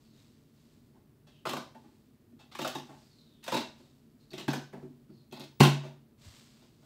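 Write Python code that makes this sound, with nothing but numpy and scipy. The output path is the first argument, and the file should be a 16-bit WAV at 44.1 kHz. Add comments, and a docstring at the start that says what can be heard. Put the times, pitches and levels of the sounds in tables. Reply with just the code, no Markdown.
"""Tailor's shears cut cotton cloth on a table in a small bare room: five cuts, the last snapping shut.
Threads part between the closing blades as a train of impulses, heard as a crunch; the blades catch
and jump, exciting the resonances of the shears and, through the lower blade, those of the table.
Between cuts the shears reopen with a thin stick-slip scrape, touch down softly and slide on.
Cloth hisses under hand and blade, a hand presses on it once, and the room rumbles steadily."""
import sys
import numpy as np
from scipy import signal
from scipy.fft import rfft, irfft, next_fast_len
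from scipy.io import wavfile
from scipy.ndimage import map_coordinates

SR = 44100
rng = np.random.default_rng(int(sys.argv[2]) if len(sys.argv) > 2 else 0)


def dump_mix(stems):
    """Bounce the given channels to the path in sys.argv[1] as a 16-bit WAV at rate SR."""
    frames = np.atleast_2d(stems).T  # one column per channel
    limited = np.clip(frames, -1, 1)  # hard clip at full scale
    pcm = np.round(limited * 32767).astype(np.int16)
    wavfile.write(sys.argv[1], SR, pcm)


N = 302085
T = np.arange(int(SR * .7)) / SR  # time within one event, t/s


def amp(db):
    """Amplitude ratio of a level in decibels."""
    return 10 ** (np.asarray(db) / 20)


def unit(x):
    """Normalisation to rms 1."""
    return x / np.sqrt(np.mean(np.abs(x) ** 2) + 1e-20)


def unit_onset(x):
    """Normalisation to rms 1 over the first 20 ms."""
    return x / np.sqrt(np.mean(x[:int(.02 * SR)] ** 2) + 1e-20)


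def along(points, hz):
    """Interpolation of (f/Hz, value) points on a logarithmic frequency axis."""
    f, values = np.transpose(points)
    return np.interp(np.log(hz + 1), np.log(f), values)


def add(track, start, sound):
    """Superposition of a sound on a track, from start/s onward."""
    part = track[max(round(start * SR), 0):][:len(sound)]
    part += sound[:len(part)]


def colour(x, spectrum):
    """Minimum-phase filtering to a given spectral shape, at unit power gain."""
    size = 2 * next_fast_len(len(x) // 2 + 4096)
    gain = unit(amp(along(spectrum, np.fft.rfftfreq(size, 1 / SR))))
    cepstrum = irfft(np.log(gain + 1e-6))
    cepstrum[1:size // 2] *= 2  # folding the cepstrum makes the filter causal
    cepstrum[size // 2 + 1:] = 0
    return irfft(rfft(x, size) * np.exp(rfft(cepstrum)))[:len(x)]


def resonate(x, modes):
    """Forced response of damped modes (f/Hz, bandwidth/Hz, level/dB), at unit power gain."""
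    f = np.fft.rfftfreq(len(x), 1 / SR)
    response = sum((-1) ** k * amp(db) * 1j * f * width / (hz * hz - f * f + 1j * f * width)
                   for k, (hz, width, db) in enumerate(modes))
    return irfft(rfft(x) * unit(response), len(x))


def emphasise(x, hz, width_hz, boost_db):
    """Selective excitation: the place where the edges meet favours one resonance."""
    b, a = signal.iirpeak(hz, hz / width_hz, fs=SR)
    return x + amp(boost_db) * signal.lfilter(b, a, x)


def snaps(size, per_s, spread_db):
    """Shot noise: impulses at random moments, of very unequal force, over a faint hiss."""
    impulses = (rng.random(size) < per_s / SR) * rng.standard_normal(size)
    force = amp(spread_db * rng.standard_normal(size))
    return unit(impulses * force + 0.027 * rng.standard_normal(size))


# reverberation time of the room: (f/Hz, T60/s)
ROOM_DECAY = [(100, 0.32), (500, 0.35), (3000, 0.37), (6000, 0.38), (11000, 0.28), (16000, 0.22)]
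def in_room(x, wet_db):
    """Reverberation: direct sound, five early reflections and a tail whose top treble dies first."""
    hz, t, noise = signal.stft(rng.standard_normal(len(T)), SR, nperseg=256)
    decay = amp(-60 * t / along(ROOM_DECAY, hz)[:, None])
    tail = signal.istft(noise * decay, SR, nperseg=256)[1][:len(T)]
    tail *= 1 - np.exp(-T / 0.0009)
    response = amp(wet_db) * tail / np.linalg.norm(tail)
    response[0] += 1
    reflections = (rng.uniform(.0006, .009, 5) * SR).astype(int)
    response[reflections] += 0.27 * rng.choice([-1, 1], 5)
    return signal.fftconvolve(x, response / np.linalg.norm(response))[:len(T)]


# spectrum of the room's background: (f/Hz, relative level/dB)
RUMBLE_SPECTRUM = [(12, -73.5), (20, -26.5), (44, -12.5), (76, -11.5), (153, -1.5), (176, -15), (232, -0.5),
                   (267, -7.5), (466, -18), (536, -26.5), (599, -21.5), (708, -28.5), (910, -29.5),
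                   (6400, -45), (15600, -39.5)]
def rumble():
    """Stationary noise: the low, steady rumble of the room."""
    return amp(-61.5) * unit(colour(rng.standard_normal(N), RUMBLE_SPECTRUM))


# spectrum of sliding cotton: (f/Hz, relative level/dB)
CLOTH_SPECTRUM = [(300, -30.5), (600, 2), (800, -6), (1050, -1), (1500, -5), (4500, 1), (6000, -4.5),
                  (8300, -4.5), (9300, -15.5), (12500, -14.5), (15500, -20.5)]
# cloth slides under hand and blade: (start t/s, time until fading/s, level/dB)
CLOTH_SLIDES = [(-.05, .1, -73.5), (0.12, 0.091, -68.5), (.5, 0.24, -74.5), (1.72, 0.23, -76.5),
                (2.78, 0.23, -68), (3.723, 0.082, -69.5), (4.158, 0.045, -75.5), (4.705, 0.13, -77),
                (6.171, 0.21, -60), (6.501, .1, -72.5), (6.77, .08, -72)]
def sliding(rise_s=0.076, fade_db_per_s=46.5, rest_db=-85):
    """Friction noise of cotton fibres: the slides swell, hold and fade, and add in power."""
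    t = np.arange(N) / SR
    power = amp(rest_db) ** 2
    for start, hold, db in CLOTH_SLIDES:
        rise = np.clip((t - start) / rise_s, 0, 1)
        fade_db = fade_db_per_s * np.maximum(t - start - hold, 0)
        power = power + (rise * amp(db - fade_db)) ** 2
    fibres = snaps(N, per_s=9000, spread_db=2)
    return np.sqrt(power) * colour(fibres, CLOTH_SPECTRUM)


def pat(start_s=6.252, rise_s=0.0088, t60_s=0.18):
    """Cushioned impact: a hand presses on the cloth, a soft, deep push with no ring."""
    out = np.zeros(N)
    spectrum = [(20, -25), (50, -5), (85, 0), (130, -4), (250, -21), (1000, -72)]  # (f/Hz, level/dB)
    push = unit(colour(rng.standard_normal(len(T)), spectrum))
    add(out, start_s, amp(-44) * push * (1 - np.exp(-T / rise_s)) * amp(-60 * T / t60_s))
    return out


# table-top modes left ringing by a firm push: (f/Hz, relative level/dB, T60/s)
BOOM_MODES = [(142.2, 7.5, 0.48), (148, -3, 0.11), (110, -14.5, 0.12), (194.3, -1.5, 0.31),
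              (310, -14.5, 0.16), (383, -12.5, 0.093)]
def table_boom(rise_s):
    """Free vibration of the table top, which radiates little below its lowest mode."""
    modes = sum(amp(db - 60 * T / t60) * np.sin(2 * np.pi * hz * T) for hz, db, t60 in BOOM_MODES)
    highpass = signal.butter(2, 88, "high", fs=SR, output="sos")
    return signal.sosfilt(highpass, modes * (1 - np.exp(-T / max(rise_s, .001))))


# damped resonances of the table top: (f/Hz, bandwidth/Hz, relative level/dB)
THUMP_MODES = [(198.5, 42.5, -6), (246, 24.8, 1.5), (313, 58, -2.5), (374.2, 43.5, -0.5)]
def table_thump(force):
    """Forced vibration: the table top answers each jolt of the lower blade."""
    return resonate(force, THUMP_MODES)


# modes of the steel blades: (f/Hz, bandwidth/Hz, relative level/dB)
BLADE_MODES = [(2605, 70, -5.5), (3003, 80, 0.5), (3730, 70, -3.5), (4637, 66, 2), (5255, 49, -2),
               (6560, 120, 2), (8170, 99, -3), (12100, 150, 6)]
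def ringing(friction, ring_db):
    """Resonance: friction plus the ring that it draws from the blades, at rms 1."""
    return unit(unit(friction) + amp(ring_db) * unit(resonate(friction, BLADE_MODES)))


# blade rubs on blade while reopening: (start t/s, duration/s, initial f/Hz, level/dB)
BLADE_SCRAPES = [(0.021, .23, 4600, -75), (1.271, .15, 3400, -70.5), (2.956, 0.48, 5200, -70),
                 (3.775, 0.16, 4200, -77), (4.183, 0.072, 4500, -74), (4.305, 0.012, 4400, -50),
                 (5.081, .18, 4680, -74)]
def scrapes(width_hz=410, sag_octaves_per_s=1.4):
    """Stick-slip friction: its pitch sinks through the blade modes as the crossing point travels."""
    out = np.zeros(N)
    slowing_index = np.cumsum(2 ** (-sag_octaves_per_s * T))
    for start, length, hz, db in BLADE_SCRAPES:
        pressure = np.sqrt(np.abs(np.sin(np.pi * np.minimum(T / length, 1))))
        slips = resonate(snaps(len(T), per_s=5500, spread_db=5.5), [(hz, width_hz, 0)])
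        steel = ringing(pressure * map_coordinates(slips, [slowing_index]), ring_db=-1.5)
        add(out, start, amp(db) * np.sqrt(np.mean(pressure ** 2)) * in_room(steel, wet_db=0.5))
    return out


# modes of the shears pressed on the table: (f/Hz, bandwidth/Hz, relative level/dB)
SHEARS_MODES = [(528, 62, -4.5), (644, 32, 2), (741, 40, -2.5), (857.4, 70, -1), (954, 95, -3.5),
                (1067, 160, -5.5), (1482, 140, -7), (1706, 580, -12.5)]
def shears_clack(force, hz, width_hz, boost_db):
    """Modal response of the jolted shears, lifted around one frequency."""
    return emphasise(resonate(force, SHEARS_MODES), hz, width_hz, boost_db)


# spectrum of the steel edges' ticks: (f/Hz, relative level/dB)
TICK_SPECTRUM = [(1500, -30), (5000, 3.5), (8200, 4), (9300, -4), (11500, 1), (12700, -0.5), (13800, -6),
                 (15500, -1.5)]
def edge_tick(force):
    """Hard contact: brief impulses on the edges carry mostly treble."""
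    return colour(force, TICK_SPECTRUM)


# spectrum of cloth shearing between the blades: (f/Hz, relative level/dB)
RASP_SPECTRUM = [(300, -25.5), (1200, -5.5), (1900, -3.5), (2200, -6.5), (2550, -1.5), (3300, -0.5),
                 (4600, -5), (5400, -9.5), (6200, -12), (8300, -17), (9300, -24), (15500, -28.5)]
def cloth_rasp(force):
    """Broadband excitation: shearing cloth rasps and sets the blades ringing."""
    return ringing(colour(force, RASP_SPECTRUM), ring_db=-7)


def burst(length):
    """Transient shot noise: a short volley leads with a hard catch, a long one swells gently."""
    length = np.clip(length, .001, .05)
    envelope = (1 - np.exp(-T / (0.27 * length))) * np.exp(-T / length)
    volley = snaps(len(T), per_s=6000, spread_db=3) * envelope
    volley /= np.linalg.norm(volley)
    volley[int(.55 * length * SR)] += 1.54 * np.exp(-length / .005)  # the catch
    return volley


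def contact(length, rasp_db, tick_db, clack_db, clack_hz, table_db):
    """Impact on coupled bodies: cloth rasps, edges tick, shears clack, the table thumps and booms."""
    volley = burst(length)
    rasp = in_room(cloth_rasp(volley), wet_db=4)
    tick = in_room(edge_tick(burst(length)), wet_db=1.5)
    clack = in_room(shears_clack(volley, clack_hz, width_hz=91, boost_db=7), wet_db=-2)
    thump = in_room(table_thump(volley), wet_db=-1)
    hard_push_db = -32.5  # above this the whole top rings, and the boom outgrows the thump
    boom_db = table_db - 9.5 + 0.71 * max(table_db - hard_push_db, 0)
    parts = [(rasp_db, rasp), (tick_db, tick), (clack_db, clack),
             (table_db, thump), (boom_db, table_boom(length))]
    return sum(amp(db) * unit_onset(part) for db, part in parts)


# the shears shift and rest:
# (t/s, time constant/s, rasp level/dB, clack level/dB, clack f/Hz, table level/dB)
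SOFT_TOUCHES = [(0.94, 0.017, -96, -74, 850, -69), (1.268, .012, -65.5, -66, 600, -79),
                (1.745, 0.0086, -70, -55, 850, -57.5), (1.832, 0.029, -81, -67.5, 850, -63),
                (2.318, 0.0096, -94, -76, 650, -61), (2.389, 0.017, -63.5, -65, 850, -85),
                (2.513, .012, -56, -63, 860, -78), (2.884, 0.037, -72, -57.5, 826, -58),
                (3.427, 0.011, -58, -73, 900, -65), (3.794, 0.028, -82, -68, 560, -66.5),
                (4.312, 0.0063, -66, -64, 1680, -57), (4.725, 0.025, -72, -52, 650, -48.5),
                (4.823, 0.017, -88, -64, 640, -47), (5.091, .014, -85, -73.5, 603, -50.5),
                (5.31, 0.0068, -64.5, -70.5, 637, -67.5), (5.829, 0.027, -61, -54, 640, -53.5),
                (6.609, 0.027, -71, -72, 640, -72), (6.825, 0.013, -78, -70, 627, -79)]
def touches():
    """Cushioned impacts: the cloth makes the contacts between cuts slow and soft."""
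    out = np.zeros(N)
    for start, length, rasp_db, clack_db, clack_hz, table_db in SOFT_TOUCHES:
        tick_db = rasp_db - 15.5
        add(out, start, contact(length, rasp_db, tick_db, clack_db, clack_hz, table_db))
    return out


# closing strokes, one or two to a cut, each at its own place along the blades:
# (start t/s, end t/s, rasp level/dB, rasp f/Hz, clack f/Hz)
CLOSING_STROKES = [(1.463, 1.53, -47.5, 3300, 1214), (2.593, 2.713, -48.5, 4260, 1160),
                   (2.756, 2.8, -51.5, 5730, 877), (3.524, 3.618, -43, 4800, 957),
                   (4.337, 4.443, -55.5, 3000, 660), (4.484, 4.57, -46, 6060, 1630),
                   (5.328, 5.448, -54.5, 4440, 900), (5.605, 5.671, -32, 2990, 1414)]
def crunch():
    """Progressive fracture: while the blades close, the weave gives way thread by thread."""
    out = np.zeros(N)
    for start, end, level_db, rasp_hz, clack_hz in CLOSING_STROKES:
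        threads = snaps(len(T), per_s=350, spread_db=2) * (T < end - start)
        shearing = emphasise(colour(threads, RASP_SPECTRUM), rasp_hz, width_hz=1100, boost_db=10.5)
        rasp = ringing(shearing, ring_db=-7)
        clack = shears_clack(threads, clack_hz, width_hz=99, boost_db=1)
        parts = [(0, rasp), (-12, edge_tick(threads)), (-1.5, clack), (1, table_thump(threads))]
        # each part scales with the snaps that drive it, at its level/dB relative to the rasp
        sound = threads.std() * sum(amp(level_db + db) * unit(part) for db, part in parts)
        add(out, start, in_room(sound, wet_db=-4.5))
    return out


# the blades bite through a bunch of threads:
# (t/s, rasp level/dB, tick level/dB, clack level/dB, table level/dB)
THREAD_BITES = [(1.453, -44.5, -61, -35.5, -48), (1.467, -43.5, -55, -39, -44.5),
                (1.491, -42.5, -46.5, -39.5, -46), (1.5331, -50, -51.5, -35.5, -41),
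                (1.566, -47.5, -53.5, -41, -44), (2.55, -47.5, -59, -47.5, -57),
                (2.588, -44.5, -52.5, -39.5, -43), (2.615, -42.5, -50.5, -41.5, -40.5),
                (2.646, -41, -51, -34.5, -66), (2.675, -43, -46.5, -48, -55),
                (2.75, -44.5, -53, -40, -42.5), (3.439, -53, -55, -62, -65), (3.463, -51.5, -62, -54, -61),
                (3.478, -41, -49.5, -38, -51.5), (3.519, -40, -48, -32.5, -40.5),
                (3.542, -37.5, -45.5, -33.5, -35), (3.566, -38.5, -57, -39.5, -40),
                (4.332, -50, -61.5, -52.5, -43.5), (4.379, -46, -61, -57, -48.5),
                (4.396, -52, -58.5, -54.5, -58), (4.4797, -41, -53.5, -34.5, -28),
                (4.531, -44, -49.5, -37, -41), (5.323, -53, -60, -52, -46.5), (5.395, -56, -57, -61, -49),
                (5.438, -57, -67.5, -72, -54.5), (5.5987, -39.5, -44, -45.5, -30),
                (5.603, -24, -33.5, -20.5, -17), (5.63, -32, -36, -29, -32.5)]
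def bites(parting_s=.0036):
    """Impulsive release: the blades catch and jump, ringing at the pitch of the nearest stroke."""
    out = np.zeros(N)
    for t, rasp_db, tick_db, clack_db, table_db in THREAD_BITES:
        *_, clack_hz = min(CLOSING_STROKES, key=lambda stroke: abs((stroke[0] + stroke[1]) / 2 - t))
        add(out, t, contact(parting_s, rasp_db, tick_db, clack_db, clack_hz, table_db))
    return out


def scene():
    """Superposition: the cutting and handling add to the room's rumble in one channel."""
    return (rumble() + bites() + crunch() + touches() + scrapes() + sliding() + pat())[None]


def record(dry, top_hz=15700):
    """Band limiting: an ideal low-pass filter removes the highest treble."""
    size = next_fast_len(N + SR)
    passband = np.fft.rfftfreq(size, 1 / SR) < top_hz
    return irfft(rfft(dry, size) * passband, size)[:, :N]


dry = scene()
out = record(dry)
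dump_mix(out)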